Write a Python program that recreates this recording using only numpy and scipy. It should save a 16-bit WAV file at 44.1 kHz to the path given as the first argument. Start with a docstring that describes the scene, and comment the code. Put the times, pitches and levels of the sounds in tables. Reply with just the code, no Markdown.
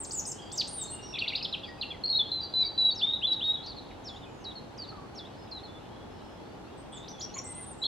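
"""Robin in a bare wood

A robin sings from a branch: thin high slurs, a fast warble, low pure whistles, a pause, a new phrase.
Each note is one gliding tone of the syrinx, whose two sides sometimes overlap; trunks scatter it back.
A second bird repeats down-slurs further off, others call from deep in the wood.
Something knocks softly on wood once, and distant traffic rumbles as steady shaped noise."""
import sys
import numpy as np
from scipy import signal
from scipy.fft import rfft, irfft, next_fast_len
from scipy.io import wavfile
from scipy.ndimage import uniform_filter1d

SR = 44100
rng = np.random.default_rng(int(sys.argv[2]) if len(sys.argv) > 2 else 0)


def persist_wave(psi):
    """Save psi, clipped to +-1, as 16-bit WAV."""
    counts = np.round(np.clip(psi, -1, 1) * 32767).astype(np.int16)
    wavfile.write(sys.argv[1], SR, np.atleast_2d(counts).T)


N = 347067
TIME = np.arange(N) / SR

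# the robin's loud pure whistles, from both sides of the syrinx: start_s, length_s, first_hz, last_hz,
# level_db, swell_db, drop_octaves, extra_scatter_db
WHISTLES = [ (2.038, 0.024, 4235, 4380, -25.5, 0, 0, -1), (2.077, 0.0064, 4360, 4340, -27, 3, 0.0031, 2),
            (2.089, 0.0062, 4400, 4170, -26, 4, 0.015, -1.5), (2.099, 0.024, 4360, 4380, -22, 1, 0.027, -1),
            (2.128, 0.022, 3850, 3985, -24, -4, 0.019, 4.5),
            (2.152, 0.031, 4267, 4315, -24.5, 5, 0.039, -2), (2.192, 0.027, 3574, 3465, -22, 1.5, 0, -1.5),
            (2.317, 0.0077, 4174, 4150, -28, -6.5, 0.033, 7),
            (2.324, 0.086, 4103, 4010, -33, 1.5, 0.054, 3.5), (2.413, 0.04, 4724, 4700, -39, 6, 0.08, 5.5),
            (2.538, 0.1, 4022, 3980, -26, 3, 0.11, 2), (2.646, 0.035, 4660, 4680, -32.5, 8, 0.029, -2),
            (2.778, .131, 4005, 3903, -24.5, 3.5, 0.13, -0.5),
            (2.909, 0.036, 4485, 4570, -37.5, -7.5, 0.031, 3.5),
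            (3.069, 0.05, 3660, 3810, -30.5, -4.5, 0.05, 7), (3.135, .02, 3794, 3970, -27, -11, 0.02, 2),
            (3.27, 0.076, 3958, 3878, -27.5, 5.5, 0.02, 1),
            (3.439, 0.097, 3734, 3823, -27.5, 3, 0.0042, -7),
            (3.445, 0.017, 4290, 4360, -41.5, 5, 0.0055, 2),
            (7.817, 0.017, 3880, 4190, -34, 15, .023, 11.5),
            (7.838, 0.013, 3380, 3580, -28.5, -2, 0.024, 8.5),
            (7.849, 0.025, 4280, 4330, -26.5, 10, 0.01, 4), (7.851, .019, 3910, 3770, -31, 7, 0.066, -4), ]
# scattered sound of whistles, strongest at once, then falling away: after_note_s, level_db
WHISTLE_DECAY = [(0, 5.5), (0.021, 0.5), (0.046, -8), (.075, -9), (.11, -14.5), (.2, -26), (.4, -33),
                 (.9, -55)]
# scattered sound of the wood round a far source: after_note_s, level_db
FAR_DECAY = [(0, 8), (.025, 9), (0.051, -15), (.072, -9.5), (0.099, -9), (.2, -41), (.4, -23), (.9, -64)]
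# four kinds of down-slur of the second bird: into_slur_s, pitch_hz, level_db
HIGH_SHELF = [(0, 6640, -17.5), (.007, 5300, -5), (.013, 4780, -2), (.034, 4664, 0.5), (.06, 4350, -1),
              (.084, 3440, -10)]
TWO_STEPS = [(0, 6800, -15.5), (.011, 5530, -6.5), (.029, 5320, 1), (.046, 3680, 3), (0.055, 3410, -1),
             (.082, 3400, -4), (.097, 3170, -12), (.113, 3650, -3.5), (0.124, 3930, -8)]
LOW_SHELF = [(0, 6180, -18.5), (.008, 4623, -2), (.016, 4103, 2), (.03, 3830, 2.5), (.066, 3878, 1),
             (0.088, 3230, -9)]
SLOPED_SHELF = [(0, 5600, -16), (.006, 4490, 2.5), (.012, 4175, 3.5), (.027, 4170, -4), (.044, 4070, 3.5),
                (.075, 3820, -2), (.092, 3320, -16)]


def robin():
    """One bird near the microphone; each kind of note comes back from the trees in its own way."""
    # high notes linger longer among the twigs: after_note_s, level_db
    twig_decay = [(0, 7.5), (.008, 6.5), (.025, -1), (.05, -7), (.1, -13.5), (.2, -27), (.4, -41),
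                  (.9, -62.5)]
    # scattered sound of the wood close round the bird: after_note_s, level_db
    near_decay = [(0, 8.5), (.008, -2), (0.024, -10.5), (.05, -12), (.1, -21), (0.201, -32), (.4, -41.5),
                  (.9, -60)]
    high = wood(thin_slurs(), twig_decay, direct_db=-2.5, scatter_db=-6.5, alike=0.61, clump_db=-1)
    quick = wood(warble() + plunging_slur(), near_decay,
                 direct_db=-3.0, scatter_db=-6.5, alike=0.91, clump_db=1.0)
    pure = wood(whistles(), WHISTLE_DECAY,
                direct_db=-1.5, scatter_db=-11, alike=0.88, clump_db=3.5, spill=whistle_spill())
    return high + quick + pure


def thin_slurs():
    """High hissy glides that scoop up and drop at the end; those before the pause are trilled and hoarser."""
    # start_s, length_s, first_hz, last_hz, level_db, swell_db, mid_sag_octaves,
    # scoop_octaves, scoop_s, drop_octaves
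    high_slurs = [ (0.0, 0.053, 8600, 7370, -39, -2.5, 0.042, 0, 0.012, 0.94),
                  (0.055, 0.046, 8650, 8220, -45.5, 5.5, 0, 0.03, 0.012, 0.51),
                  (0.109, 0.094, 9770, 6790, -35, 0, 0.17, 1.17, 0.023, 0.44),
                  (0.253, 0.069, 11720, 7410, -36, 1.5, 0.21, 1.27, 0.026, 0.59),
                  (0.273, 0.021, 6700, 6500, -38.5, -7, -0.019, 0.11, 0.0095, 0.049),
                  (0.516, 0.051, 9500, 6940, -41, -5, 0.092, 1.2, 0.014, 0.86),
                  (0.672, 0.059, 8760, 9800, -43, -6, 0.055, 0.83, 0.013, 0),
                  (0.731, 0.11, 9390, 7300, -36, 2.5, -0.072, 0.18, 0.011, 0.32),
                  (0.899, 0.056, 8300, 9130, -40, 1, 0.046, 0.14, 0.012, 0.28),
                  (6.775, 0.046, 8460, 8520, -61, 2, 0.0088, 0.12, 0.0097, 0),
                  (6.923, 0.06, 9000, 6770, -52.5, 3, -0.00085, 0.11, 0.016, 0.1),
                  (7.078, 0.041, 6550, 5650, -45, -1, 0.018, 1.15, 0.014, 0.0073),
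                  (7.195, 0.013, 6400, 7070, -45.5, 11, -0.011, 0.039, 0.012, 0),
                  (7.208, 0.047, 6930, 5750, -38.5, -2.5, 0.16, 1.13, 0.013, 0),
                  (7.341, 0.048, 6680, 7230, -41, -2, -0.024, 0.046, 0.011, 0.15),
                  (7.375, 0.018, 7300, 5560, -38, 6, 0.085, 0, .01, 0),
                  (7.44, 0.018, 9000, 7330, -43.5, 7, 0, 0.045, .01, 0),
                  (7.458, 0.071, 7890, 8710, -43, 7, -0.0042, 0, 0.015, 0.12),
                  (7.546, 0.053, 8800, 8930, -43, -3, 0.017, 0.14, 0.0071, 0),
                  (7.603, 0.045, 9700, 8300, -45, 3, 0.0077, 0.3, 0.011, 0.049),
                  (7.663, 0.072, 9200, 8560, -48, -4, 0.024, 0.12, 0.0088, 0.27), ]
    pause_s = 4  # a moment within the pause
    slurs = [note(*row, drop_s=0.01, swoop_loss_db=2.0) for row in high_slurs]
    before = [n for n in slurs if n[0, 0] < pause_s]
    after = [n for n in slurs if n[0, 0] > pause_s]
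    opening = syrinx(before, [-27], waver=0.0157, flutter_db=2.5, edge_s=0.002,
                     trill=0.014, trill_hz=88.9, hiss_db=-46.0, rough=0.1)
    reprise = syrinx(after, [-36], waver=0.0097, flutter_db=1.5, edge_s=0.0047, hiss_db=-49, rough=0.016)
    return opening + reprise


def plunging_slur():
    """One loud slur plunges in from above, rests on a shelf and falls away: clear, with a slight rasp."""
    # time_s, pitch_hz, level_db
    plunge_path = [(.575, 7100, -37), (.58, 5860, -27.5), (.584, 5040, -29), (.597, 4730, -24),
                   (.608, 4320, -24.5), (.614, 3460, -32), (.622, 2300, -45)]
    return syrinx([plunge_path], [-46], waver=0.0039, flutter_db=1.5, edge_s=0.0031, hiss_db=-33, rough=.12)


def warble():
    """Fast arches of pitch with short strokes between and after them, all slightly rasping."""
    # arches rise, hold and settle low: start_s, length_s, rise_s, rise_octaves, hold_s,
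    # top_hz, last_hz, level_db, fade_db_per_s
    arches = [ (1.184, 0.037, 0.0074, 0.73, .004, 4540, 2700, -29, 21),
              (1.278, 0.034, 0.0081, .5, .003, 4556, 2480, -25, 198),
              (1.352, .038, 0.01, .4, 0.0069, 4900, 2550, -22, 431),
              (1.426, .033, 0.0041, .35, .014, 5190, 3010, -26.5, 143), ]
    # short strokes, mostly falling: start_s, length_s, first_hz, last_hz, level_db, mid_sag_octaves
    strokes = [ (1.13, 0.013, 2760, 2520, -45.5, -0.024), (1.139, 0.012, 3680, 3440, -32, 0.027),
               (1.153, 0.0082, 2620, 2520, -38.5, 0.014), (1.157, 0.0082, 3950, 3100, -40, -0.0068),
               (1.17, 0.0097, 2720, 2120, -36, 0.01), (1.222, .013, 2856, 2520, -28.5, .02),
               (1.238, 0.013, 3560, 3080, -37, -0.017), (1.246, 0.011, 2635, 2440, -37, -0.012),
               (1.259, 0.0071, 2390, 1950, -41, -0.046), (1.271, .008, 2910, 3060, -37, 0.014),
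               (1.302, 0.01, 2740, 2430, -32.5, 0.023), (1.311, 0.0065, 2460, 2020, -46, -0.026),
               (1.323, 0.0098, 2120, 2400, -43.5, -0.031), (1.335, 0.014, 2720, 2580, -35.5, -0.016),
               (1.406, 0.017, 3100, 2540, -38.5, 0.058), (1.527, .027, 4036, 2540, -30, -.07),
               (1.635, 0.017, 3570, 3400, -42, 0.033), (1.629, 0.058, 2910, 2110, -58, -0.014),
               (1.812, 0.012, 3904, 4360, -32, -0.036), (1.823, 0.02, 3670, 2775, -38.5, 0.2),
               (1.905, .021, 3496, 3250, -40, 0.0058), (1.91, .045, 2800, 1935, -50.5, 0.065),
               (7.339, 0.0098, 4210, 4380, -44, -0.023), ]
    chirps = [arch(*row) for row in arches]
    chirps += [note(*glide, swell_db=-7.0, sag=sag) for *glide, sag in strokes]
    return syrinx(chirps, [-48, -45], waver=0.019, flutter_db=3.0, edge_s=.0028, hiss_db=-47.0, rough=0.035)


def whistles():
    """Nearly pure held tones with faint overtones; three upsweeps lead into whistles before the pause."""
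    # very short whistles dip in the middle: length_s, sag_octaves
    whistle_sag = [(.02, .03), (.05, 0.0016), (.1, 0), (.13, .01)]
    # three upsweeps shortly before the pause: start_s, length_s, last_hz, level_db, scoop_s
    upsweeps = [(3.013, 0.042, 3610, -23.5, .018), (3.217, 0.042, 3530, -24, 0.039),
                (3.406, .028, 3555, -25.5, .027)]
    notes = []
    for s, length, *glide, drop, _ in WHISTLES:
        sag = np.interp(length, *np.transpose(whistle_sag))
        # the negative scoop enters from slightly above
        notes.append(note(s, length, *glide, sag=sag, scoop=-.025, scoop_s=0.0062,
                          drop=drop, drop_s=0.015, swoop_loss_db=56.5))
    for s, length, hz, db, scoop_s in upsweeps:
        notes.append(note(s, length, hz * 0.95, hz, db, scoop=0.37, scoop_s=scoop_s, swoop_loss_db=52.5))
    return syrinx(notes, [-51, -52], waver=0.0036, flutter_db=1.24, edge_s=0.0032)


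def whistle_spill():
    """How strongly the whistle of the moment is thrown into the trees, as a gain."""
    starts, spill_db = np.transpose(sorted((row[0], row[-1]) for row in WHISTLES))
    current = np.maximum(np.searchsorted(starts, TIME) - 1, 0)
    return uniform_filter1d(from_db(spill_db)[current], size=128)  # smooth the steps over 3 ms


def syrinx(notes, overtones_db, waver, flutter_db, edge_s, trill=0, trill_hz=100, hiss_db=-90, rough=0):
    """One gliding tone a note, with optional weak overtones, unsteadiness, trill, rasp and hiss."""
    # the beak favours some overtones: overtone_hz, gain_db
    overtone_colour = [(7000, 2.5), (8500, 6), (10500, -9), (11400, -0.5), (12300, 8.5), (13200, -3),
                       (15000, -1.5)]
    out = np.zeros(N)
    bend = 1 + waver * drift(150) + trill * np.sin(2 * np.pi * trill_hz * TIME + drift(15))
    pressure_db = flutter_db * drift(56)
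    # irregular vibration spreads a skirt round the tone
    rasp = 1 + rough * drift(550)
    hiss = from_db(hiss_db) * rms_one(band_passed(rng.standard_normal(N), 13000, 16000))
    for rows in notes:
        s, hz, db = np.transpose(rows)
        first, last = int((s[0] - edge_s / 2) * SR), int((s[-1] + edge_s / 2) * SR)
        span = slice(max(first, 0), last)
        t = TIME[span]
        pitch = np.interp(t, s, hz)
        phase = 2 * np.pi * np.cumsum(pitch * bend[span]) / SR
        tone = np.sin(phase)
        for k, overtone_db in enumerate(overtones_db, 2):
            gain = from_db(overtone_db + at_hz(overtone_colour, k * pitch))
            tone += gain * np.sin(k * phase) * (k * pitch < SR / 2)
        # high pitch and a fast sweep (Hz per s) both make the airflow hiss more
        sweep = np.abs(np.gradient(pitch)) * SR
        tone = tone * rasp[span] + hiss[span] * (pitch / 7500) ** 2 * (1 + sweep / 150000)
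        # the valve opens and shuts within a few milliseconds
        to_edge = np.minimum(t - t[0], t[-1] - t)
        gate = np.sin(np.pi / 2 * np.clip(to_edge / edge_s, 0, 1)) ** 2
        loudness = np.interp(t, s, from_db(db)) * from_db(pressure_db[span])
        out[span] += np.sqrt(2) * gate * loudness * tone
    return out


def note(s, length, first_hz, last_hz, db, swell_db=0, sag=0, scoop=0, scoop_s=.01, drop=0, drop_s=.01,
         swoop_loss_db=0):
    """Rows (s, Hz, dB) of a glide that scoops in, sags and drops out (octaves), weaker per octave of swoop."""
    along = np.linspace(0, 1, 80)
    t = along * length
    entry = scoop * np.clip(1 - t / scoop_s, 0, 1) ** 2
    leaving = drop * np.clip(1 - (t[-1] - t) / drop_s, 0, 1) ** 2
    octaves_down = entry + leaving + sag * np.sin(np.pi * along)
    hz = first_hz * (last_hz / first_hz) ** along / 2 ** octaves_down
    level_db = db + swell_db * (along - .5) - swoop_loss_db * (np.abs(entry) + np.abs(leaving))
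    return np.transpose([s + t, hz, level_db])


def arch(s, length, rise, rise_octaves, hold, top_hz, last_hz, db, fade_db_per_s):
    """Rows (s, Hz, dB) of a quick rise, a hold and a flattening fall, loudest near the throat's resonance."""
    throat_hz, throat_loss_db_per_octave = 3730, 18.5
    t = np.linspace(0, length, 80)
    rising = np.clip(1 - t / rise, 0, 1)
    falling = np.clip((length - t) / max(length - rise - hold, 1e-3), 0, 1)
    hz = (last_hz + (top_hz - last_hz) * falling ** 1.7) / 2 ** (rise_octaves * rising ** 1.19)
    off_throat_db = throat_loss_db_per_octave * np.abs(np.log2(hz / throat_hz))
    return np.transpose([s + t, hz, db - fade_db_per_s * t - off_throat_db])


def wood(x, decay, direct_db, scatter_db, alike, clump_db=2.5, spill=1):
    """The direct sound plus countless small echoes, which come in clumps, tree by tree."""
    # the wood scatters notes around 5 kHz a little more: pitch_hz, gain_db
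    scatter_colour = [(2000, -0.5), (3500, 2), (5000, 4), (7000, 1.5), (9000, -0.5), (15000, -0.5)]
    t = TIME[:SR]
    s, db = np.transpose(decay)
    colour = from_db(at_hz(scatter_colour, np.arange(SR // 2 + 1)))
    echoes = irfft(rfft(rng.standard_normal((2, SR))) * colour, SR)
    clumps_db = clump_db * drift(150)[:SR]
    # no echo within the first 1.5 ms
    tail = two_ears(*echoes, alike) * from_db(np.interp(t, s, db) + clumps_db) * (t > .0015)
    tail /= np.sqrt(np.sum(tail ** 2) / 2)
    scattered = signal.fftconvolve((spill * x)[None], tail, axes=1)[:, :N]
    return from_db(direct_db) * x + from_db(scatter_db) * scattered


def neighbour():
    """A second bird further off repeats plain down-slurs without overtones."""
    sound = syrinx(neighbour_notes(), [], waver=0.005, flutter_db=1.0, edge_s=0.0067)
    return wood(sound, WHISTLE_DECAY, direct_db=-0.5, scatter_db=-7.0, alike=0.8)


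def neighbour_notes():
    """The second bird's slurs, each at its own pace, and the short falling tags that follow most of them."""
    # start_s, level_db, time_stretch, shape
    neighbour_slurs = [ (2.605, -53, 1, HIGH_SHELF), (2.947, -42.5, 1.2, TWO_STEPS),
                       (3.325, -45, 1.02, LOW_SHELF), (3.66, -45, 0.9, HIGH_SHELF),
                       (4.04, -45.5, 1.13, TWO_STEPS), (4.439, -44.5, 0.97, LOW_SHELF),
                       (4.775, -43.5, 1, HIGH_SHELF), (5.15, -47, 0.98, TWO_STEPS),
                       (5.511, -45, 0.98, SLOPED_SHELF), ]
    # start_s, first_hz, last_hz, level_db
    tags = [(3.765, 4400, 3840, -44.5), (4.22, 3700, 3200, -54.5), (4.555, 4340, 3990, -44.5),
            (4.877, 4590, 4100, -47), (5.634, 4340, 3900, -48)]
    tag_length_s = 0.0317
    notes = [note(s, tag_length_s, *glide, sag=-0.046) for s, *glide in tags]
    for s, db, stretch, shape in neighbour_slurs:
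        t, hz, shape_db = np.transpose(shape)
        notes.append(np.transpose([s + stretch * t, hz, db + shape_db]))
    return notes


def far_birds():
    """Whistles and hoarse calls from far off, with more of the sound arriving as scatter."""
    # faint whistles deep in the wood: start_s, length_s, first_hz, last_hz, level_db, mid_sag_octaves
    far_whistles = [ (0.384, .17, 3270, 3780, -51.5, 0.13), (0.408, 0.074, 4970, 4760, -59, 0.034),
                    (0.773, 0.09, 3860, 3735, -46.5, 0.033), (0.864, 0.046, 4300, 4240, -49, 0.0084),
                    (0.92, 0.14, 2835, 2855, -51.5, 0.0077), (1.025, 0.093, 5745, 5510, -48, 0.01),
                    (1.638, 0.067, 4400, 4930, -55, -0.039), (1.779, 0.039, 2620, 2295, -60, -0.026),
                    (1.785, .03, 4750, 4800, -58, -0.02), (1.678, 0.064, 1924, 1880, -50, 0.0014),
                    (2.222, 0.08, 3620, 3970, -43.5, 0.21), (3.552, 0.049, 3560, 3460, -43.5, 0.073),
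                    (3.614, 0.073, 3770, 4350, -44, -.03), (4.053, 0.13, 7270, 6900, -67, 0.043),
                    (4.269, 0.19, 7180, 5860, -71, -0.041), (5.371, 0.069, 5030, 4960, -63.5, -0.032),
                    (5.665, 0.12, 3480, 3480, -62, 0.0056), (5.905, 0.16, 3290, 3390, -61, 0),
                    (6.101, 0.24, 5260, 5200, -70, 0), (6.663, 0.028, 2495, 2740, -58, -0.032),
                    (6.918, 0.13, 3345, 3680, -52.5, -0.0058), (6.965, 0.11, 3600, 4000, -59, -0.016),
                    (2.594, 0.071, 2630, 2255, -59, 0.079), (3.05, 0.016, 2510, 2100, -54, -0.019),
                    (4.255, 0.04, 2550, 2397, -57.5, -0.002), (7.13, 0.11, 3450, 3295, -53, 0.0094),
                    (7.435, 0.18, 2090, 2042, -60.5, 0.022), (7.774, 0.074, 7800, 7260, -59.5, -0.0045), ]
    # faint, lower and hoarser calls: start_s, length_s, first_hz, last_hz, level_db
    far_calls = [(3.906, 0.014, 2534, 1990, -49.5), (4.921, 0.042, 1304, 1234, -57),
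                 (4.97, .09, 1162, 1117, -52.5)]
    # from deep in the wood a note arrives as a long haze: after_note_s, level_db
    deep_decay = [(0, 7.5), (.03, -2.5), (.07, -8), (.14, -17), (.3, -23), (.9, -47)]
    husky_glide_octaves = .1  # whistles that glide more than this are huskier than level ones
    level, gliding = [], []
    for *glide, sag in far_whistles:
        rows = note(*glide, swell_db=-1.0, sag=sag)
        octaves = abs(np.log2(rows[-1, 1] / rows[0, 1]))
        (gliding if octaves > husky_glide_octaves else level).append(rows)
    clear = syrinx(level, [], waver=.009, flutter_db=2.0, edge_s=0.016, rough=.14)
    husky = syrinx(gliding + chorus_notes(), [], waver=.022, flutter_db=4.0, edge_s=.01, rough=0.19)
    calls = syrinx([note(*row) for row in far_calls], [-24],
                   waver=0.027, flutter_db=4.5, edge_s=0.0092, rough=0.25)
    return (wood(calls, FAR_DECAY, direct_db=-3.0, scatter_db=-5.5, alike=0.56)
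            + wood(clear, deep_decay, direct_db=-6.5, scatter_db=-4, alike=0.93)
            + wood(husky, deep_decay, direct_db=-8.5, scatter_db=-3.5, alike=0.91))


def chorus_notes():
    """Fainter birds still: glides at random times, pitches, lengths and levels."""
    per_s, low_hz, high_hz = 60, 2605, 4396
    mean_length_s, glide_octaves, mean_db, spread_db = 0.087, .25, -75, 5
    notes = []
    for when, long, high, slope, loud in rng.random((int(per_s * TIME[-1]), 5)):
        hz = low_hz * (high_hz / low_hz) ** high
        last_hz = hz * 2 ** (glide_octaves * (2 * slope - 1))
        db = mean_db + spread_db * (2 * loud - 1)
        notes.append(note(when * TIME[-1], mean_length_s * (.5 + long), hz, last_hz, db))
    return notes


def knock():
    """A soft knock somewhere in the wood: a short rough burst through a few woody resonances."""
    # start_s, level_db, length_s
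    knock_event = (7.356, -46, 0.033)
    # what a knock on wood rings with: centre_hz, filter_width_hz, gain_db
    knock_modes = [(1057, 87, 2), (2220, 400, -9.5), (2970, 470, -17)]
    s, level_db, length = knock_event
    noise, body = rng.standard_normal(N), np.zeros(N)
    for hz, width, db in knock_modes:
        b, a = signal.iirpeak(hz, hz / width, fs=SR)
        once = signal.lfilter(b, a, noise)
        body += from_db(db) * signal.lfilter(b, a, once)
    swell = np.sin(np.pi * np.clip((TIME - s) / length, 0, 1))
    burst = from_db(level_db) * swell * rms_one(body)
    return wood(burst, FAR_DECAY, direct_db=2.5, scatter_db=3.0, alike=.6)


def traffic():
    """Steady far rumble with humps of engine drone and tyre roar; the bass is alike in both ears."""
    # traffic and air, relative: pitch_hz, density_db
    rumble_spectrum = [(15, -33), (25, -20), (43, -5), (104, -5), (152, -3.5), (267, -2), (305, -1.5),
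                       (826, -9), (2230, -22.5), (3440, -24.5), (4750, -29.5), (5280, -30), (6050, -32.5),
                       (12500, -44.5), (15500, -59.5)]
    # broad humps of engine drone and tyre roar: centre_hz, half_width_hz, level_db
    traffic_humps = [(93, 17, -60), (124.1, 7.2, -63), (831, 76, -58)]
    # likeness of the two ears: pitch_hz, correlation
    likeness = [(30, 0.83), (80, 1), (110, 0.97), (170, 0.52), (330, -0.013), (550, 0.17), (850, 0.64),
                (1400, 0.24), (3000, -0.066), (12000, -0.14)]
    size = next_fast_len(N, True)
    hz = np.arange(size // 2 + 1) * SR / size

    def coloured(gain):
        """Stereo noise with a given gain at each frequency; rms 1."""
        white = two_ears(*rfft(rng.standard_normal((2, size))), at_hz(likeness, hz))
        return rms_one(irfft(white * gain, size)[:, :N])

    out = from_db(-46.13) * coloured(from_db(at_hz(rumble_spectrum, hz)))
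    for centre, width, db in traffic_humps:
        out += from_db(db) * coloured(1 / (1 + ((hz - centre) / width) ** 2))
    return out


def from_db(db):
    """Decibels to gain."""
    return 10 ** (np.asarray(db) / 20)


def rms_one(x):
    """Scale to rms 1."""
    return x / np.sqrt(np.mean(x ** 2) + 1e-20)


def at_hz(points, hz):
    """Read a spectrum on a log-frequency axis."""
    knots, values = np.transpose(points)
    return np.interp(np.log(hz + 1), np.log(knots), values)


def drift(rate):
    """Smooth chance with spread 1, changing about rate times a second."""
    size = next_fast_len(N, True)
    hz = np.arange(size // 2 + 1) * SR / size
    spectrum = rfft(rng.standard_normal(size)) / (1 + (hz / rate) ** 2)
    return rms_one(irfft(spectrum, size)[:N])


def two_ears(mid, side, alike):
    """Left and right with a given correlation from two unrelated signals."""
    alike = np.clip(alike, -1, 1)
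    shared, apart = np.sqrt(1 + alike) * mid, np.sqrt(1 - alike) * side
    return np.array([shared + apart, shared - apart]) / np.sqrt(2)


def band_passed(x, low_hz, high_hz):
    """Keep what lies between two edges."""
    edges = np.clip([low_hz, high_hz], 10, .45 * SR)
    return signal.sosfilt(signal.butter(3, edges, "band", fs=SR, output="sos"), x)


def scene():
    """The robin almost straight ahead, a hair to the left; the wood all round."""
    left_right_db = [[.15], [-.15]]
    return robin() * from_db(left_right_db) + neighbour() + far_birds() + knock() + traffic()


def record(dry):
    """The top is cut steeply above 15.7 kHz; the sound starts and stops softly over 4 ms."""
    fade = np.clip(np.minimum(TIME, TIME[-1] - TIME) / .004, 0, 1)
    low_pass = signal.ellip(10, .05, 70, 15700, fs=SR, output="sos")
    return signal.sosfilt(low_pass, dry * fade)


dry = scene()
out = record(dry)
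persist_wave(out)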